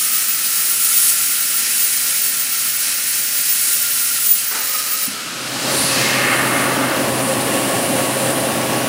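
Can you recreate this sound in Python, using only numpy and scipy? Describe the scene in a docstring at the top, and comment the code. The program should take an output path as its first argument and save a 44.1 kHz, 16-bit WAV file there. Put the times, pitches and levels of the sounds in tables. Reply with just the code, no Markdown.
"""A plasma torch hisses and whistles through a steel dome, the kerf hoots and the cut disc drops; then the arc goes out.
Automatic gain climbs in the quiet until the fume extractor and the servo whine fill the gap.
Cooling air keeps blowing from the nozzle; its rush on the steel falls in pitch as the torch lifts away.
Flow sounds are coloured noise under drifting levels, hoot and squeaks are narrow noise, and steady whines are sines."""
import sys
import numpy as np
from scipy import signal
from scipy.fft import rfft, irfft
from scipy.io import wavfile
from scipy.ndimage import uniform_filter1d

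SR = 44100
rng = np.random.default_rng(int(sys.argv[2]) if len(sys.argv) > 2 else 0)


def persist_wave(psi):
    """Save psi, clipped to +-1, as 16-bit WAV."""
    counts = np.round(np.clip(psi, -1, 1) * 32767).astype(np.int16)
    wavfile.write(sys.argv[1], SR, np.atleast_2d(counts).T)


N = 391608
TIME = np.arange(N) / SR
FREQS = np.maximum(np.arange(N // 2 + 1) * SR / N, 1)
ARC_OUT_S = 5.04

# strength of the plasma jet, as its hiss before trim: (time [s], level [dB])
JET = [(0.03, -18), (0.52, -19.5), (1.1, -13), (1.14, -17.5), (1.56, -19), (1.91, -16), (1.94, -19.5),
       (2.69, -20), (2.93, -18.5), (3.02, -22), (3.2, -18), (3.23, -20.5), (3.46, -19.5), (3.51, -17),
       (4.04, -20), (4.32, -15.5), (4.49, -22.5), (5.03, -21.5)]
# the disc lands under the dome: (time [s], level [dB], decay t60 [s])
DISC = [(4.511, -24.5, 0.26), (4.546, -28.5, 1)]
# resonances of the dome under the jet: (frequency [Hz], width [Hz], level [dB])
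DOME = [(273, 74, -3), (536, 47, 3), (660, 67, -6), (1130, 140, -1.5), (1804, 102, 2), (2130, 38, 5),
        (2620, 200, 0), (4160, 180, 2), (4730, 220, 4), (5400, 240, -5)]


def from_db(db):
    """Decibels to gain."""
    return 10 ** (np.asarray(db) / 20)


def rms_one(x):
    """Scale to rms 1."""
    return x / np.sqrt(np.mean(x ** 2) + 1e-20)


def in_time(rows):
    """Each column of a curve table at every sample."""
    s, *columns = np.transpose(rows)
    return [np.interp(TIME, s, c) for c in columns]


def drift(rate_hz, size=16384):
    """Slow chance with a spread near 1, drawn on a coarse time grid."""
    hz = np.arange(size // 2 + 1) * SR / N
    slow = irfft(rfft(rng.standard_normal(size)) / (1 + (hz / rate_hz) ** 2))
    return np.interp(np.arange(N) * size / N, np.arange(size), rms_one(slow))


def lift(resonances):
    """Gain over frequency of a few resonances standing on a flat response."""
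    return 1 + sum(from_db(db) / (1 + (2 * (FREQS - hz) / width) ** 2) for hz, width, db in resonances)


def turbulence(spectrum, resonances=()):
    """Noise of a given colour, falling away past its ends and lifted at each resonance; rms 1."""
    hz, db = np.transpose(spectrum)
    gain = from_db(np.interp(np.log(FREQS), np.log(hz), db))
    low_end = np.minimum(FREQS / hz[0], 1) ** 2
    high_end = np.minimum(hz[-1] / FREQS, 1) ** 2
    gain = gain * low_end * high_end * lift(resonances)
    return rms_one(irfft(rfft(rng.standard_normal(N)) * gain, N))


def tone(hz):
    """A sine of rms 1 that follows a pitch curve."""
    return np.sqrt(2) * np.sin(2 * np.pi * (np.cumsum(hz) / SR + rng.random()))


def breathy(hz, width_hz):
    """A narrow band of noise around a pitch or a pitch curve; rms near 1."""
    phase = 2 * np.pi * np.cumsum(hz * np.ones(N)) / SR
    return drift(width_hz) * np.cos(phase) + drift(width_hz) * np.sin(phase)


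def blows(rows):
    """Envelope of hits that start at once and die away."""
    return sum((TIME >= s) * from_db(db - 60 * np.maximum(TIME - s, 0) / t60) for s, db, t60 in rows)


def after_arc(quench_s):
    """1 while the arc burns, then an exponential decay."""
    return np.exp(-np.maximum(TIME - ARC_OUT_S, 0) / quench_s)


def beyond(gap, turning_gap, width):
    """A smooth step from 0 to 1 as the gap grows past a turning point."""
    return .5 + .5 * np.tanh((gap - turning_gap) / width)


def shop(x, t60_s=0.51, tail_db=-8):
    """Direct sound plus the hall's diffuse tail, at nearly unchanged power."""
    t = np.arange(SR) / SR
    tail = rng.standard_normal(SR) * from_db(-60 * t / t60_s)
    wet = signal.fftconvolve(x, tail / np.linalg.norm(tail))[:N]
    return (x + from_db(tail_db) * wet) / np.hypot(1, from_db(tail_db))


def machinery(rumble_db=-46, surge_db=1.0, wander_hz=1.31):
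    """The extractor rumbles through its duct all along, with fan tones and the servo drives' whine."""
    # colour of the fume extractor: (frequency [Hz], density [dB per Hz])
    extractor = [(25, -40), (50, -28), (90, -7.5), (125, 0.5), (165, -3), (240, 2.5), (350, 1), (460, -7.5),
                 (650, -6.5), (950, -5.5), (1400, -10), (2700, -7.5), (3700, -13), (6000, -13.5),
                 (13500, -19.5), (15500, -16)]
    # duct resonances: (frequency [Hz], width [Hz], level [dB])
    duct = [(264, 43, -18), (554, 104, 8.5), (817, 24, 6), (1090, 40.6, -12), (1740, 340, -0.5),
            (2800, 190, -5)]
    # steady tones of the fan: (frequency [Hz], level [dB], waver [dB])
    fan_tones = [(128.9, -58, 0.5), (269.2, -59.5, 0.5), (535.5, -61, 4.5), (1117, -59.5, 0)]
    # the servo drives' whine: (frequency [Hz], level [dB])
    servo_tones = [(11946, -66), (12064, -65)]
    rumble = from_db(rumble_db + surge_db * drift(12)) * turbulence(extractor, duct)
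    fan = sum(from_db(db + waver_db * drift(4.2)) * tone(hz + wander_hz * drift(9.6))
              for hz, db, waver_db in fan_tones)
    servo = sum(from_db(db) * tone(np.full(N, hz)) for hz, db in servo_tones)
    return rumble + fan + servo


def patchy(x, depth_db, rate_hz):
    """Third-octave bands from 7 to 14 kHz, and all below and above, swell by themselves: the hiss wavers in colour."""
    spectrum = rfft(x)
    edges = [0, *(7000 * 2 ** (np.arange(4) / 3)), SR]
    out = 0
    for low, high in zip(edges, edges[1:]):
        band = irfft(spectrum * ((FREQS >= low) & (FREQS < high)), N)
        out = out + band * from_db(depth_db * drift(rate_hz))
    return out


def strike(gap, spread_octaves=0.62):
    """Air hits the steel: the wider the gap, the larger and lower its eddies; loudest where the jet's core ends."""
    pitch_hz = 4580  # at a gap of one cutting height; falls as 1 / gap
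    core_gap, core_db = 2.55, -41.5  # core length in cutting heights, and the level setting there
    growth_db_per_doubling, fade_db_per_doubling = 12.5, 18
    eddies = rfft(rng.standard_normal(N)) * lift(DOME)
    edges = 400 * 2 ** (np.arange(11) / 2)  # half-octave bands
    out = 0
    for low, high in zip(edges, edges[1:]):
        band = irfft(eddies * ((FREQS >= low) & (FREQS < high)), N)
        octaves_off = np.log2(np.sqrt(low * high) * gap / pitch_hz) / spread_octaves  # in spreads
        out = out + rms_one(band) / (1 + octaves_off ** 2) / np.sqrt(np.pi * spread_octaves)
    doublings = np.log2(gap / core_gap)
    slope_db = np.minimum(growth_db_per_doubling * doublings, -fade_db_per_doubling * doublings)
    return out * from_db(core_db + slope_db)


def cooling_air(gust_db=1.3, gust_hz=2.5):
    """Air alone leaves the nozzle: a purge bleeds down to hiss and rush; as the torch lifts, splash yields to rumble."""
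    # the torch lifts off the steel: (time [s], gap [cutting heights])
    lift_off = [(5.82, 0.91), (5.97, 1.9), (6.1, 2.15), (6.5, 2.88), (6.92, 3.15), (7.1, 4.43)]
    # treble hiss: (time [s], level [dB])
    hiss_level = [(5.62, -55), (5.8, -44), (6.1, -54), (6.4, -49.5), (6.92, -56), (7.15, -51),
                  (8.08, -49.5), (8.27, -48), (8.6, -54)]
    # colours of hiss, rush, sideways splash and rumble: (frequency [Hz], density [dB per Hz])
    hiss_colour = [(4000, -3), (6500, -19.5), (7500, 0.5), (8300, 0), (9300, 8.5), (10200, 7), (11300, 0),
                   (12500, -3), (14200, -24), (15500, -21)]
    rush_colour = [(200, 1), (700, -4), (1100, -4.5), (1400, 6), (1800, -1.5), (2800, 2.5), (3600, -1),
                   (4200, 1), (6000, -4), (8500, -5), (12000, -10), (15800, -35)]
    splash_colour = [(1200, 1.5), (2800, -7), (4300, 4.5), (6500, -0.5), (9000, -5), (13000, -16),
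                     (15500, -24)]
    rumble_colour = [(50, -40), (90, -14), (170, -2), (250, 1.5), (370, 0), (470, -3.5), (680, 0),
                     (900, -7), (1500, -18), (3000, -34)]
    purge_db, purge_t60_s, purge_rise_s, rush_db = -25, 1.63, .09, -54.5
    splash_db, splash_gap, splash_fade_gap = -47.5, 2.3, 0.24  # gaps in cutting heights
    near_db, far_db, rumble_gap, rumble_onset_gap = -54.5, -47, 2.72, 0.074  # gaps in cutting heights

    gap, = in_time(lift_off)
    hiss = from_db(in_time(hiss_level)[0]) * patchy(turbulence(hiss_colour), gust_db, gust_hz)
    # the purge bleeds down to a steady flow
    purge = blows([(ARC_OUT_S, purge_db, purge_t60_s)])
    rush = np.hypot(purge, from_db(rush_db)) * turbulence(rush_colour)
    # air splashes along the steel while the jet's core still reaches it
    reach = 1 - beyond(gap, splash_gap, splash_fade_gap)
    splash = from_db(splash_db) * np.sqrt(gap) * reach * turbulence(splash_colour)
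    # the widening jet stirs the dome
    stirred = beyond(gap, rumble_gap, rumble_onset_gap)
    rumble = from_db(near_db + (far_db - near_db) * stirred) * turbulence(rumble_colour, DOME)
    fade_in = np.clip((TIME - ARC_OUT_S) / purge_rise_s, 0, 1)
    return (hiss + rush + splash + strike(gap) + rumble) * fade_in


def knocks():
    """The falling disc strikes under the dome and a dull thud follows the arc's end: bursts of noise that die away."""
    # colours of disc and thud: (frequency [Hz], density [dB per Hz])
    disc_colour = [(150, -27), (250, -2), (350, -4), (480, 1), (640, -12), (800, 6), (1000, -1),
                   (1400, 6.5), (2200, 1), (3500, -11), (8000, -33)]
    thud_colour = [(40, -31), (90, -17), (140, -3), (260, 8), (400, -25.5), (900, -27)]
    # the thud as the arc drops out: (time [s], level [dB], decay t60 [s])
    thud = [(5.075, -34, 0.67)]
    return blows(DISC) * turbulence(disc_colour) + blows(thud) * turbulence(thud_colour)


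def kerf(width_hz=52, linger_s=0.16, burst_db=1.5):
    """The jet blows across the slot in the steel: a breathy, bursting hoot follows the cut and dies after the arc."""
    # air column in the kerf: (time [s], pitch [Hz], level [dB])
    air_column = [(0, 1288, -36.5), (.5, 1328, -38.5), (1.1, 1366, -36), (1.9, 1382, -39.5),
                  (2.7, 1342, -39), (3.2, 1430, -43.5), (4.1, 1385, -38.5), (4.45, 1310, -40.5),
                  (4.7, 1266, -32), (5.0, 1275, -33.5)]
    hz, db = in_time(air_column)
    return from_db(db + burst_db * drift(25)) * breathy(hz, width_hz) * after_arc(linger_s)


def whistle_shift_db():
    """The jet trades roar for whistle: how far the whistle is raised or broken at each moment."""
    # breaks (-) and flares (+): (time [s], length [s], whistle change [dB])
    shifts = [(1.657, 0.048, -10), (2.89, .06, -7.5), (4.318, 0.041, 11)]
    return sum(db * np.exp(-((TIME - s) / length) ** 2) for s, length, db in shifts)


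def whistle(wander_hz=7, jitter_hz=16, throb_hz=6.3, throb_db=2.5, flutter_db=3.0):
    """A thin, throbbing nozzle whistle creeps up as the torch heats and swells with the jet, with a few squeaks."""
    # squeaks as the arc falters: (time [s], pitch [Hz], width [Hz], level [dB], decay t60 [s])
    squeak_rows = [(4.282, 14800, 297, -14, .07), (5.015, 9070, 43.9, -32, .5),
                   (5.046, 10000, 109.5, -22, 0.21)]
    start_hz, rise_hz_per_s = 14766, 11.5
    level_db, follow_db_per_db, quench_s = -24.5, 0.33, 0.038
    jet_db, = in_time(JET)
    hz = start_hz + rise_hz_per_s * TIME + wander_hz * drift(3.91) + jitter_hz * drift(45)
    swell_db = follow_db_per_db * (jet_db - jet_db.mean())
    waver_db = throb_db * breathy(throb_hz, 2.8) + flutter_db * drift(62)
    db = level_db + swell_db + whistle_shift_db() + waver_db
    steady = from_db(db) * after_arc(quench_s) * tone(hz)
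    squeaks = sum(blows([(s, db, t60)]) * breathy(pitch, width) for s, pitch, width, db, t60 in squeak_rows)
    return steady + squeaks


def arc(surge_db=0.96, flicker_db=0.52, sputter_db=1.3, hiss_quench_s=0.048, roar_quench_s=0.097):
    """The plasma jet hisses at the nozzle and roars in the cut; over the open hole it sputters hollowly, then dies."""
    # colours of hiss, roar and the open hole's hollow rush: (frequency [Hz], density [dB per Hz])
    hiss_colour = [(3000, -11), (5500, -11), (7200, -3.5), (9600, 0.5), (11200, 0), (12000, -6),
                   (12900, -5), (14000, -10), (15000, -16), (15800, -28)]
    roar_colour = [(80, -29), (140, -7), (180, -12.5), (230, -6.5), (380, -16.5), (800, -14), (1130, -10),
                   (1400, -3), (1800, -0.5), (2900, 0), (3600, -6), (3900, 1), (5600, -0.5), (9000, -2)]
    hole_colour = [(150, -22), (250, -4), (380, -7), (520, 5), (700, -4), (1100, -3), (1500, -12),
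                   (2200, -22.5)]
    # resonances of the torch and the cut: (frequency [Hz], width [Hz], level [dB])
    torch = [(1430, 30, -26), (3860, 55, -28), (5520, 140, -1), (13400, 250, -6)]
    hiss_trim_db, open_hole_db = -1.5, -43
    roar_db, roar_over_hole_db = -23.5, 1
    roar_trade = 0.34  # dB of roar lost per dB of whistle gained
    rim_hz, rim_width_hz, rim_db = 3980, 80, -38  # the hole's rim rings under the jet

    hole_open = TIME > DISC[-1][0]
    hiss_db = in_time(JET)[0] + hiss_trim_db + surge_db * drift(4.8)
    hiss = from_db(hiss_db) * turbulence(hiss_colour, torch)
    cut_db = roar_db - roar_trade * whistle_shift_db() + roar_over_hole_db * hole_open
    roar = from_db(cut_db) * turbulence(roar_colour, torch)
    rim = from_db(rim_db) * breathy(rim_hz, rim_width_hz)
    hollow = hole_open * (from_db(open_hole_db) * turbulence(hole_colour) + rim)
    flame = hiss * after_arc(hiss_quench_s) + (roar + hollow) * after_arc(roar_quench_s)
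    return flame * from_db(flicker_db * drift(25) + hole_open * sputter_db * drift(90))


def scene():
    """All sources reach one microphone, the same in both channels; only arc and kerf carry the hall's tail."""
    mid = machinery() + cooling_air() + knocks() + whistle() + shop(kerf() + arc())
    return np.array([mid, mid])


def gain_control(x, ceiling_db=-10, quiet_db=-25.0, recovery_db_per_s=41, most_db=24, size=441):
    """Gain holds until the sound falls quiet, then climbs to the ceiling or its limit; the ceiling also pulls it down."""
    power = uniform_filter1d(np.mean(x ** 2, axis=0), 4 * size)[::size]
    gain_db, climbing, gains = 0, False, []
    for level_db in 10 * np.log10(power + 1e-12):
        climbing = climbing or level_db + gain_db < quiet_db
        if climbing:
            gain_db = min(gain_db + recovery_db_per_s * size / SR, most_db)
        if level_db + gain_db > ceiling_db:
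            gain_db, climbing = ceiling_db - level_db, False
        gains.append(gain_db)
    return x * from_db(np.interp(TIME, TIME[::size], gains))


def record(dry, cutoff_hz=15800):
    """Automatic gain, then a steep cut of the top."""
    cut = 1 / np.sqrt(1 + (FREQS / cutoff_hz) ** 600)
    return irfft(rfft(gain_control(dry)) * cut, N)


dry = scene()
out = record(dry)
persist_wave(out)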